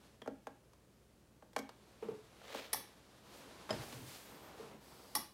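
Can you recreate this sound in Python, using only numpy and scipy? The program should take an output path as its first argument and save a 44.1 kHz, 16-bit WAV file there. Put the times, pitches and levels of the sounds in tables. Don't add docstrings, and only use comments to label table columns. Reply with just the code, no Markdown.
import sys
import numpy as np
from scipy import signal
from scipy.fft import rfft, irfft, next_fast_len
from scipy.io import wavfile

SR = 44100
rng = np.random.default_rng(int(sys.argv[2]) if len(sys.argv) > 2 else 0)


def wrap_up_sound(samples):
    columns = np.atleast_2d(samples).T
    tamed = np.clip(columns, -1, 1)
    steps = np.round(tamed * 32767).astype(np.int16)
    wavfile.write(sys.argv[1], SR, steps)


N = 235097
TIME = np.arange(N) / SR
AGE = TIME[:SR // 2]


def from_db(db):
    return 10 ** (np.asarray(db) / 20)


def at_hz(points, hz):
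    f, value = np.transpose(points)
    return np.interp(np.log(np.maximum(hz, 1)), np.log(f), value)


def add(track, s, sound):
    start = round(s * SR)
    track[start:start + len(sound)] += sound[:N - start]


def blow(x, db):
    return from_db(db) * x / np.sqrt(np.sum(x ** 2) / (SR / 100) + 1e-20)


def noise(spectrum, size, tilt=0):
    hz = np.maximum(np.fft.rfftfreq(size, 1 / SR), 1)
    bass_rolloff = 1 / np.sqrt(1 + (spectrum[0][0] / 2 / hz) ** 6)
    octaves = np.log2(np.maximum(hz / 1000, 1))
    colour = from_db(at_hz(spectrum, hz) + tilt * octaves)
    x = irfft(rfft(rng.standard_normal(size)) * bass_rolloff * colour, size)
    return x / np.std(x)


def flutter(rate):
    knots = rng.standard_normal(N // 16)
    return np.interp(TIME * rate, np.arange(len(knots)), knots)


def fade(t60):
    return np.exp(-np.log(1000) * AGE / t60)


def swell(seconds):
    return 1 - np.exp(-(AGE / seconds) ** 2)


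def held(start_s, length_s, attack_s, release_s):
    age = np.maximum(TIME - start_s, 0)
    return (1 - np.exp(-(age / attack_s) ** 2)) * np.exp(-np.maximum(age - length_s, 0) / release_s)


def surge(peak_s, rise_s, fall_s):
    return np.exp(-np.maximum((peak_s - TIME) / rise_s, (TIME - peak_s) / fall_s))


def ring(modes, cycles):
    out = 0
    for k, (hz, db, t60) in enumerate(modes):
        strength = (-1) ** k * from_db(db + rng.standard_normal())
        out = out + strength * swell(cycles / hz) * fade(t60) * np.sin(2 * np.pi * hz * AGE)
    return out


def high_pass(x, hz):
    return signal.sosfilt(signal.butter(3, hz, "high", fs=SR, output="sos"), x)


# f/Hz, T60/s
ROOM_DECAY = [(100, 0.23), (300, 0.25), (800, 0.32), (3000, 0.41), (8000, 0.31), (16000, 0.24)]
# f/Hz, level/dB
ROOM_GAIN = [(100, 26.5), (200, 16), (300, 5.5), (550, 0.5), (1000, -1.5), (3000, 0.5), (8000, -6),
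             (16000, -1)]
def room(x, wet_db, build_s):
    hz = np.fft.rfftfreq(len(AGE), 1 / SR)
    white = rfft(rng.standard_normal(len(AGE)))
    edges = np.geomspace(50, 18000, 13)
    tail = 0
    for low, high in zip(edges, edges[1:]):
        centre = np.sqrt(low * high)
        decay = fade(at_hz(ROOM_DECAY, centre)) * swell(build_s)
        band = irfft(white * (hz >= low) * (hz < high), len(AGE))
        tail = tail + band * decay / np.linalg.norm(decay) * from_db(at_hz(ROOM_GAIN, centre))
    return x + from_db(wet_db) * signal.fftconvolve(x, tail)[:N]


# f/Hz, relative spectrum level/dB
RUMBLE_SPECTRUM = [(15, -31), (25, -15), (48, -11), (84, -7), (114, -9.5), (212, -6), (236, -11.5),
                   (344, -9.5), (463, -13.5), (503, -12), (734, -19.5), (2350, -27.5), (9840, -32.5),
                   (16000, -39)]
# f/Hz, rms level/dB
MAINS_TONES = [(60, -76), (120, -76)]
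def background():
    hum = sum(from_db(db) * np.sqrt(2) * np.sin(2 * np.pi * (hz * TIME + rng.random()))
              for hz, db in MAINS_TONES)
    return from_db(-67.5) * noise(RUMBLE_SPECTRUM, N) + hum


# f/Hz, relative spectrum level/dB
HISS_SPECTRUM = [(600, -20), (1400, -8), (3800, -4), (4750, -1), (6000, -5.5), (8200, -10.5), (12500, -8),
                 (16000, -13)]
# f/Hz, level/dB re the hiss
WHINE_TONES = [(4740, -12), (8050, -13), (9900, -15)]
def electronics():
    on_s, wander_hz = 4.78, 230
    whine = 0
    for hz, db in WHINE_TONES:
        pitch = hz + wander_hz * flutter(700)
        whine += from_db(db) * np.sqrt(2) * np.sin(2 * np.pi * np.cumsum(pitch) / SR)
    last_snap_s = RELAY_SNAPS[-1][0]
    waking = held(on_s, last_snap_s - on_s, attack_s=0.048, release_s=0.18)
    return from_db(-65) * waking * (noise(HISS_SPECTRUM, N) + whine)


# t/s, duration/s, level/dB, tilt/(dB/octave)
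STROKES_AND_RUSH = [(-0.04, 0.075, -64, 1), (1.572, 1.71, -65.5, 0.47), (3.185, 0.5, -58, 0.1),
                    (3.66, 0.15, -49.5, 0), (3.835, 0.13, -54.5, 1), (4.002, 0.16, -55, 2.5),
                    (4.151, 0.53, -57.5, -2.5), (4.537, 0.058, -59, 2), (4.733, 0.48, -62, -4)]
# f/Hz, relative spectrum level/dB
RUSTLE_SPECTRUM = [(120, -5), (250, 1), (500, -1), (1000, -3), (2000, -10), (4000, -11), (7000, -18),
                   (11000, -21.5), (14000, -28), (16000, -39)]
# peak t/s, level/dB, decay time/s
ARM_SWISHES = [(3.38, -63, 0.071), (3.85, -57.5, 0.41), (4.11, -60.5, 0.32)]
# f/Hz, relative spectrum level/dB
WEAVE_SPECTRUM = [(2500, 0), (6000, -3), (10000, -4.5), (14000, -5), (16000, -8.5)]
# t/s, duration/s, f/Hz
WEAVE_SQUEAKS = [(4.135, 0.07, 13500), (4.2, 0.11, 13800), (4.275, 0.079, 11800), (4.335, 0.05, 13850),
                 (4.39, 0.1, 11950), (4.435, 0.07, 13800)]
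def sleeve_and_rush():
    out = np.zeros(N)
    for start, length, db, tilt in STROKES_AND_RUSH:
        envelope = held(start, length, attack_s=0.05 + 0.1 * length, release_s=0.094)
        rustle = noise(RUSTLE_SPECTRUM, next_fast_len(N), tilt)[:N]
        out += envelope * from_db(db + flutter(60)) * rustle
    swishes = [from_db(db) * surge(s, rise_s=0.085, fall_s=fall) for s, db, fall in ARM_SWISHES]
    out += np.linalg.norm(swishes, axis=0) * noise(WEAVE_SPECTRUM, N)
    for s, length, hz in WEAVE_SQUEAKS:
        size = int(length * SR)
        pitch = hz * (1 + 0.0073 * flutter(44) + 0.012 * flutter(700))[:size]
        add(out, s, from_db(-68) * np.hanning(size) * np.sin(2 * np.pi * np.cumsum(pitch) / SR))
    return out


# f/Hz, relative spectrum level/dB
SCRAPE_SPECTRUM = [(200, -11), (480, 7.5), (900, -2.5), (2000, -1.5), (3600, -2.5), (5500, -9.5),
                   (8000, -16), (16000, -21)]
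def slide():
    speed = surge(peak_s=2.561, rise_s=0.072, fall_s=0.093)
    return noise(SCRAPE_SPECTRUM, N) * speed * from_db(-47 + 2 * flutter(380))


# t/s, level/dB
TABLE_SHUDDERS = [(3.72, -49.5), (3.939, -53)]
# f/Hz, relative spectrum level/dB
TABLE_SPECTRUM = [(55, -13), (90, -7.5), (120, 5), (165, -12), (250, -9), (400, -14), (800, -31),
                  (3000, -57)]
def shudder():
    shaking = sum(from_db(db) * held(s, length_s=0.094, attack_s=0.017, release_s=0.062)
                  for s, db in TABLE_SHUDDERS)
    return shaking * noise(TABLE_SPECTRUM, N)


# t/s, thump level/dB, scuff level/dB
CASE_BUMPS = [(2.0240, -41.5, -44), (2.084, -34.5, -47), (2.14, -49.5, -62), (4.5950, -48, -64),
              (4.6040, -55.5, -53), (4.641, -53, -62), (4.71, -80, -50.5)]
# f/Hz, relative level/dB, T60/s
HOLLOW_MODES = [(216, -15.5, 0.039), (281.4, -29.5, 0.19), (432, -2.5, 0.063), (432, -29, 0.0083)]
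# f/Hz, relative spectrum level/dB
SCUFF_SPECTRUM = [(260, 6.5), (450, 10), (700, 2.5), (1000, 3.5), (1600, -7.5), (2700, -10), (5000, -26),
                  (16000, -32)]
def bumps():
    out = np.zeros(N)
    for s, thump_db, scuff_db in CASE_BUMPS:
        add(out, s, blow(ring(HOLLOW_MODES, cycles=2.13), thump_db))
        scuff = noise(SCUFF_SPECTRUM, len(AGE)) * fade(0.27) * swell(0.00036)
        add(out, s, blow(scuff, scuff_db))
    return high_pass(room(out, wet_db=-9, build_s=0.015), 208)


# t/s, snap level/dB, ring level/dB, snap tilt/(dB/octave)
RELAY_SNAPS = [(2.7296, -31.5, -37.5, -0.4), (5.1503, -32, -33.5, -0.2)]
# f/Hz, relative spectrum level/dB
SNAP_SPECTRUM = [(500, -3), (1200, 5.5), (1500, -12), (1900, 4), (2700, -8), (3800, -0.5), (5400, 2.5),
                 (6300, 0.5), (7400, -9.5), (8600, 2), (10800, 6), (12300, 1.5), (13600, -3.5),
                 (16000, -13.5)]
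# f/Hz, relative level/dB, T60/s
RELAY_MODES = [(275, -14, .2), (715, -11, .08), (856, 0, .115), (1122, -9, .14), (1950, -16, .11),
               (3350, -17, .16), (4682, -12, .12), (5425, -9, .11), (5462, -9, .14), (5680, -12, .14),
               (5833, -9, .11), (9770, -14, .14), (10450, -12, .13), (10753, -12, .14), (11264, -10, .14),
               (11950, -12, .14), (12480, -13, .16), (13275, -16, .16)]
def relay():
    rattle_db, rattle_hz = 7, 171
    snaps, rings = np.zeros(N), np.zeros(N)
    for s, snap_db, ring_db, tilt in RELAY_SNAPS:
        impact = (fade(0.044) + 0.18 * fade(0.1)) * swell(0.0015)
        chatter = impact * from_db(3.5 * flutter(1362)[:len(AGE)])
        rattle = from_db(rattle_db * flutter(rattle_hz)[:len(AGE)])
        snap = high_pass(noise(SNAP_SPECTRUM, len(AGE), tilt) * chatter, 240)
        add(snaps, s, blow(snap, snap_db))
        add(rings, s, blow(ring(RELAY_MODES, cycles=6.3) * rattle, ring_db))
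    return room(snaps, wet_db=-4, build_s=0.014) + room(rings, wet_db=-10, build_s=0.013)


# t/s, knock level/dB, knock centre f/Hz, tick level/dB, tick tilt/(dB/octave)
CONTACTS = [(0.2185, -52.5, 396, -53, -3), (0.2602, -50.5, 940, -71, 4), (0.2754, -37, 505, -51, -2),
            (0.4698, -43.5, 920, -53.5, 0.5), (0.7332, -73, 900, -64.5, -1.5), (1.4240, -56, 870, -72, 1),
            (1.532, -66, 800, -66, 1), (1.5632, -35, 940, -38.5, -0.5), (1.582, -52, 603, -53, 2.5),
            (1.5894, -44, 382, -48.5, 3.5), (1.6919, -57.5, 1200, -53.5, -0.5),
            (2.4166, -71, 1300, -58, -3), (2.443, -72, 480, -59, -8), (2.4810, -61, 1300, -56.5, -2),
            (2.502, -71, 500, -54, -2), (2.547, -41.5, 694, -58, 2), (3.6925, -49, 1710, -50, -1.5),
            (3.6980, -48, 1700, -47, -4), (3.7060, -40, 740, -38.5, -3), (3.7290, -44.5, 516, -47, -1),
            (3.926, -51, 333, -52.5, -0.5)]
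# f/Hz, relative level/dB, T60/s
HOUSING_MODES = [(218.8, -21.5, 0.16), (271.6, -15.5, 0.16), (402, -9, 0.051), (470, -6, 0.035),
                 (626, -8.5, 0.049), (796, -8, 0.03), (1173, 5.5, 0.0045), (1486, -12, 0.0056),
                 (1580, -15, 0.054), (2210, -13.5, 0.0047), (3670, -28, .014)]
# f/Hz, relative spectrum level/dB
TICK_SPECTRUM = [(700, 5.5), (1400, 4.5), (2000, 0), (2700, -4.5), (3400, -3), (4400, -5), (6200, -6),
                 (8500, -12), (13000, -17), (16000, -32)]
# t/s, f/Hz, level/dB, T60/s
SPRING_PINGS = [(0.22, 3310, -58, 0.01), (1.5870, 2230, -52, 0.087)]
# t/s, level/dB
CHASSIS_CLANKS = [(3.7060, -37.5)]
# f/Hz, relative level/dB, T60/s
CHASSIS_MODES = [(626, -1, 0.11), (918, -7, 0.19), (1830, -8, 0.11), (3085, -1.5, 0.028),
                 (4630, -4.5, 0.032), (4995, -2, 0.036), (5100, 2, 0.042), (7300, -13, 0.067),
                 (9458, -14, 0.052)]
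def button():
    echo_s, echo_db = 0.003547, -8
    out = np.zeros(N)
    for s, knock_db, centre_hz, tick_db, tilt in CONTACTS:
        contact = signal.butter(1, [centre_hz / 1.8, centre_hz * 1.59], "band", fs=SR, output="sos")
        knock = signal.sosfilt(contact, ring(HOUSING_MODES, cycles=0.49))
        echo = from_db(echo_db) * np.interp(AGE - echo_s, AGE, knock, left=0)
        tick = noise(TICK_SPECTRUM, len(AGE), tilt) * fade(0.03)
        add(out, s, blow(knock + echo, knock_db) + blow(tick, tick_db))
    for s, hz, db, t60 in SPRING_PINGS:
        add(out, s, blow(ring([(hz, 0, t60)], cycles=3.4), db))
    for s, db in CHASSIS_CLANKS:
        add(out, s, blow(ring(CHASSIS_MODES, cycles=0.086), db))
    return high_pass(room(out, wet_db=-8, build_s=0.0025), 168)


def scene():
    impacts = button() + bumps() + relay()
    return (impacts + sleeve_and_rush() + slide() + shudder() + background() + electronics())[None]


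def record(dry):
    thin = signal.sosfilt(signal.butter(2, 35, "high", fs=SR, output="sos"), dry)
    return signal.sosfilt(signal.ellip(10, .1, 80, 15750, fs=SR, output="sos"), thin)


dry = scene()
out = record(dry)
wrap_up_sound(out)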